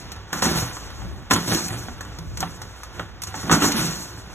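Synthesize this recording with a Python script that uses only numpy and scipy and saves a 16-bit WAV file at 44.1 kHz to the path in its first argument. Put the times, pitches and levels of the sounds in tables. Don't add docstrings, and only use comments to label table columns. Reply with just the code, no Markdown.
import sys
import numpy as np
from scipy import signal
from scipy.fft import rfft, irfft, next_fast_len
from scipy.io import wavfile
from scipy.ndimage import uniform_filter1d

SR = 44100
rng = np.random.default_rng(int(sys.argv[2]) if len(sys.argv) > 2 else 0)


def put_to_file(sound):
    columns = np.atleast_2d(sound).T
    safe = np.clip(columns, -1, 1)
    whole_steps = np.round(safe * 32767)
    wavfile.write(sys.argv[1], SR, whole_steps.astype(np.int16))


N = 191614


def undb(db):
    return 10 ** (np.asarray(db) / 20)


def unit(x):
    return x / np.sqrt(np.mean(x ** 2))


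def shaped(x, gain_at):
    size = next_fast_len(N + SR // 4)
    hz = np.arange(size // 2 + 1) * SR / size
    return irfft(rfft(x, size) * gain_at(hz), size)[..., :N]


def colour(x, table):
    hz, db = np.transpose(table)
    return shaped(x, lambda f: undb(np.interp(np.log(f + 1), np.log(hz), db)))


def ring(modes):
    def response(f):
        total = 0
        for k, (hz, width, db) in enumerate(modes):
            resonance = 1j * f * width / (hz ** 2 - f ** 2 + 1j * f * width)
            total = total + (-1) ** k * undb(db) * resonance
        return total
    return response


def through(x, modes):
    response = ring(modes)
    power = np.mean(np.abs(response(np.linspace(0, SR / 2, 8192))) ** 2)
    return shaped(x, response) / np.sqrt(power)


def walk(rate):
    k = int(SR / rate)
    steps = np.repeat(rng.standard_normal(N // k + 1), k)
    smooth = uniform_filter1d(uniform_filter1d(steps, k), k)
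    return unit(smooth[:N])


# frequency in Hz, relative strength in dB per Hz.
TRAFFIC_TONE = [(25, -19), (60, 7), (100, -9.5), (200, -16.5), (500, -16.5), (1200, -19), (2000, -22.5),
                (3000, -24), (6500, -27.5), (10000, -49.5), (16000, -122)]
TRAFFIC_DB = -44


def town():
    hum = unit(colour(rng.standard_normal((2, N)), TRAFFIC_TONE))
    return hum * undb(TRAFFIC_DB + 0.4 * walk(1.87) + 2.4 * walk(10.05))


WIND_DB, WIND_HZ = -41.5, 70


def wind():
    gust = rng.standard_normal((2, N)) * undb(4.8 * walk(5.02))
    resonance = ring([(WIND_HZ, 70, 0)])
    return unit(shaped(gust, lambda f: resonance(f) ** 2)) * undb(WIND_DB)


# time in seconds, then relative levels in dB of
ROLLING_LEVELS = [(0, -46, -48, -49), (0.25, -49, -48, -68), (0.32, -45, -43, -58), (0.76, -48, -46, -51),
                  (0.98, -47, -47, -53), (1.04, -41, -47, -54), (1.22, -41, -49, -61),
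                  (1.29, -50, -47, -64), (1.86, -42, -46, -56), (1.95, -48, -48, -70),
                  (2.03, -42, -43, -57), (2.3, -45, -52, -56), (2.6, -44, -45, -54), (2.85, -55, -46, -56),
                  (3.19, -49, -48, -72), (3.25, -48, -44, -54), (4.05, -43, -45, -58),
                  (4.27, -46, -48, -74), (4.34, -45, -44, -53)]
# start in seconds, rise in seconds, time for the frame
# to fall 60 dB in seconds, relative levels in dB of boom, clatter and jingle, favoured box pitch in Hz.
RATTLE_SWELLS = [(0.32, .02, .6, -31, -28, -34, 190), (0.415, .015, 1.0, -20, -23, -25, 240),
                 (0.54, .04, .55, -30, -32, -28, 125), (1.298, .02, .7, -21, -25, -27, 240),
                 (1.45, .07, .9, -24, -29, -26, 260), (1.70, .03, .9, -32, -38, -40, 120),
                 (2.375, .05, .5, -39, -34, -42, 190), (2.92, .08, .4, -33, -38, -50, 130),
                 (3.26, .02, .3, -46, -42, -40, 140), (3.335, .025, 1.5, -40, -37, -41, 160),
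                 (3.42, .06, .2, -29, -36, -42, 200), (3.495, .035, .35, -16, -18, -25, 230),
                 (3.59, .045, .5, -19, -22, -21, 290), (3.72, .06, 1.1, -26, -29, -26, 250)]
REST_HZ, SAG_OCT_PER_S = 135, 2.5
BOX_FALLS, CONTENTS_FALL = .62, .85


def shaking():
    t = np.arange(N) / SR
    s, *columns = np.transpose(ROLLING_LEVELS)
    power = np.array([undb(2 * np.interp(t, s, c)) for c in columns])
    octaves = np.zeros(N)
    pace = np.array([[BOX_FALLS], [1], [CONTENTS_FALL]])
    for start, rise_s, t60_s, *levels_db, hz in RATTLE_SWELLS:
        since = np.maximum(t - start, 0)
        rise = np.minimum(since / max(rise_s, .002), 1)
        fall = undb(-60 * np.maximum(since - rise_s, 0) / (t60_s * pace))
        part = (undb(levels_db)[:, None] * rise * fall) ** 2
        power = power + part
        octaves += part[0] * np.maximum(np.log2(hz / REST_HZ) - SAG_OCT_PER_S * since, 0)
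    boom, rattle, tinkle = np.sqrt(power)
    return boom, rattle, tinkle, REST_HZ * 2 ** (octaves / power[0])


def contacts(rate, spread_db, smooth):
    hit = rng.random((2, N)) < rate / SR
    size_db = spread_db * np.minimum(rng.exponential(size=(2, N)), 2.5)
    size = undb(size_db) * rng.standard_normal((2, N))
    return unit(unit(hit * size) + smooth * rng.standard_normal((2, N)))


# pitch in Hz, width in Hz, relative strength in dB.
BOX_MODES = [(115, 15, 1.5), (175.5, 38, -1), (223, 59, 0), (274, 18.6, -3.5), (325, 41, -9),
             (422, 54, -15), (612, 90, -11)]


def box(drive, favoured_hz, focus_oct):
    gains = []
    for hz, _, db in BOX_MODES:
        near = np.exp(-(np.log2(hz / favoured_hz) / focus_oct) ** 2) + 0.24
        gains.append(near * undb(db))
    total = np.sqrt(sum(g ** 2 for g in gains))
    return sum(through(drive * g / total, [mode]) for g, mode in zip(gains, BOX_MODES))


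# start in seconds, frame level in dB, knock pitch in Hz, box level in dB,
# jingle level in dB, thud pitch in Hz. Levels are relative, before each sound's own trim.
JOLTS = [(0.118, -31, 840, -44, -33, 180), (0.161, -29.5, 1390, -35.5, -46.5, 99),
         (0.306, -35, 1380, -36, -64, 98), (0.329, -12.5, 1480, -22, -26.5, 500),
         (0.422, -6, 1510, -12, -28, 250), (0.454, -13, 1320, -10, -28, 223),
         (0.558, -17.5, 1400, -17.5, -36, 120), (0.62, -23, 1410, -15.5, -42, 120),
         (0.768, -23, 1050, -32, -56, 326), (0.902, -30.5, 1070, -48, -43, 96),
         (1.019, -30.5, 797, -26, -62, 119), (1.309, -2, 1413, -6.5, -18, 254),
         (1.334, -17, 2070, -23, -20, 107), (1.361, -14.5, 1060, -26, -26, 336),
         (1.479, -27, 980, -20, -29, 117), (1.547, -31, 643, -11, -21, 325),
         (1.682, -47, 1430, -32, -31, 290), (1.705, -22, 1510, -18.5, -36.5, 116),
         (1.884, -24.5, 710, -21, -53, 240), (2.008, -21, 1700, -35, -36.5, 94),
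         (2.05, -30.5, 1120, -47, -47, 95), (2.186, -31.5, 1360, -27, -37.5, 165),
         (2.372, -24, 1480, -39, -32, 194), (2.404, -29, 1070, -34, -28, 179),
         (2.428, -13.5, 747, -26, -49, 170), (2.616, -27.5, 853, -32, -36, 98),
         (2.833, -26.5, 1190, -62, -37, 108), (2.995, -14, 1480, -26, -43, 560),
         (3.219, -40, 785, -38, -30, 96), (3.235, -31, 1050, -52, -31, 95), (3.27, -33, 1180, -35, -36, 98),
         (3.342, -19, 850, -33, -56, 312), (3.431, -28, 1040, -27, -48, 110),
         (3.496, -8, 1130, -20, -41, 480), (3.513, -4, 1260, -31, -20, 280),
         (3.526, -6, 1300, -15, -29, 188), (3.548, -9, 1510, -11, -34, 287),
         (3.621, -9.5, 1360, -11, -22, 291), (3.718, -26, 1140, -15, -21.5, 272),
         (3.742, -27, 1220, -9.5, -45, 225), (3.793, -22, 1260, -18.5, -25, 135)]
FRAME_LEVEL, KNOCK_PITCH, BOX_LEVEL, JINGLE_LEVEL, THUD_PITCH = 1, 2, 3, 4, 5


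def blows(level, pitch, damping, steep, rise_s, blow_db):
    t, out = np.arange(SR // 3) / SR, np.zeros(N + SR)
    for row in JOLTS:
        at, hz = int(row[0] * SR), row[pitch]
        loss = damping * hz * (hz / 200) ** steep
        shape = (1 - np.exp(-t / rise_s)) * np.exp(-loss * t)
        out[at:at + len(t)] += undb(row[level] + blow_db) * np.sin(2 * np.pi * hz * t) * shape
    return out[:N]


FALL_S, LONGER_S_PER_DB = .075, .0008


def burst(column, rise_s, stretch):
    t, out = np.arange(SR // 3) / SR, np.zeros(N + SR)
    for row in JOLTS:
        at = int(row[0] * SR)
        t60_s = stretch * max(FALL_S + LONGER_S_PER_DB * row[column], .01)
        fall = np.exp(-np.log(1000) * t / t60_s)
        out[at:at + len(t)] += (undb(row[column]) * (1 - np.exp(-t / rise_s)) * fall) ** 2
    return out[:N]


def cracks(push_s, crack_db):
    out = np.zeros(N)
    for row in JOLTS:
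        out[int(row[0] * SR)] += undb(row[FRAME_LEVEL] + crack_db)
    push = np.hanning(int(push_s * SR) + 3)
    return np.convolve(out, push / np.sum(push))[:N]


# frequency in Hz, relative strength in dB per Hz.
JINGLE_TONE = [(400, -80), (1500, -10), (3000, -2), (5000, 7.5), (8500, 7.5), (9400, 3.5), (10000, 4.5),
               (13000, -10.5), (16000, -12)]


def ticks(loose, flicker_db, rate):
    mixed = 0
    for k, hz in enumerate((1950, 3890, 6480, 9190, 13170)):
        flickering = loose * undb(flicker_db * walk(rate))
        mixed = mixed + (-1) ** k * shaped(flickering, ring([(hz, hz * 0.85, 0)]))
    return colour(mixed, JINGLE_TONE)


# pitch in Hz, width in Hz, relative strength in dB.
FRAME_MODES = [(480, 93, -3.5), (634, 68, -5.5), (722, 97, -2.5), (889, 88, 0), (1039, 66, 1.5),
               (1148, 35, -0.5), (1204, 30, 0), (1401, 144, 2), (1703, 200, -2.5), (1921, 98, -2),
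               (2330, 240, -9.5), (2698, 117, -8), (3365, 650, -9.5)]
# pitch in Hz, width in Hz, relative strength in dB.
CONTENTS_MODES = [(4440, 180, 42.5), (4260, 240, -72), (5840, 20, -62), (6530, 55, 6), (8100, 240, 34.5)]


def truck():
    boom, rattle, tinkle, favoured_hz = shaking()
    clatter = np.sqrt(rattle ** 2 + undb(-8.5) * burst(FRAME_LEVEL, 0.0015, 0.55))
    jingle = np.sqrt(tinkle ** 2 + undb(5.5) * burst(JINGLE_LEVEL, 0.00057, 0.91))
    panels = box(boom * contacts(300, 1.4, 0.78), favoured_hz, focus_oct=0.29)
    thuds = blows(BOX_LEVEL, THUD_PITCH, damping=.2, steep=0.61, rise_s=0.0028, blow_db=-4.5)
    collisions = clatter * contacts(600, 2.6, 0.98)
    frame = through(collisions + cracks(push_s=.00015, crack_db=15.52), FRAME_MODES)
    knocks = blows(FRAME_LEVEL, KNOCK_PITCH, damping=0.33, steep=0, rise_s=0.00024, blow_db=-3.4)
    loose = jingle * contacts(3000, 1.4, 1.5)
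    ticking = ticks(loose, flicker_db=.9, rate=40) * undb(10.5)
    ringing = through(loose, CONTENTS_MODES) * undb(-3)
    return panels + thuds + frame * undb(-2.77) + knocks + ticking + ringing


def stairwell(x, t60_s, wet_db):
    t = np.arange(SR // 4) / SR
    fall = np.exp(-np.log(1000) * t / t60_s) * (t > .003)
    tail = rng.standard_normal((2, len(t))) * fall
    tail = signal.lfilter([.6], [1, -.4], tail)
    tail = undb(wet_db) * tail / np.sqrt(np.sum(tail[0] ** 2))
    return x + signal.fftconvolve(x, tail, axes=1)[:, :N]


# frequency in Hz, phase difference between left and right in half turns.
STEREO_PHASE = [(0, .08), (300, .06), (650, .22), (1500, .05), (2300, .5), (3700, .6), (4300, .98),
                (5050, 1.02), (5700, 1.45), (6500, 1.98), (7100, 2.02), (7900, 2.5), (8650, 2.99),
                (9300, 3.01), (9800, 3.4), (11200, 2.9), (11800, 3.5), (12600, 3.98), (13400, 4.03),
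                (14300, 4.6), (15000, 4.9), (16000, 5)]
# frequency in Hz, left minus right in dB.
STEREO_BALANCE = [(60, 0), (380, -3.5), (1300, -0.9), (2400, -1.8), (4400, 0)]


def stereo(first, second, direct):
    hz, turns = np.transpose(STEREO_PHASE)
    half = lambda f: np.interp(f, hz, turns) * np.pi / 2
    along = shaped(first, lambda f: np.cos(half(f)))
    mixed = direct * first + np.sqrt(1 - min(direct, 1) ** 2) * second
    across = shaped(mixed, lambda f: 1j * np.sin(half(f)))
    left = colour(along + across, [(f, db / 2) for f, db in STEREO_BALANCE])
    right = colour(along - across, [(f, -db / 2) for f, db in STEREO_BALANCE])
    return np.array([left, right])


def scene():
    first, second = stairwell(truck(), t60_s=.12, wet_db=-10) + town()
    return stereo(first, second, direct=0.72) + wind()


TOP_HZ = 15620


def record(dry):
    rounded = np.tanh(dry)
    low_pass = signal.ellip(10, .2, 70, TOP_HZ, fs=SR, output="sos")
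    return signal.sosfilt(low_pass, rounded)


dry = scene()
out = record(dry)
put_to_file(out)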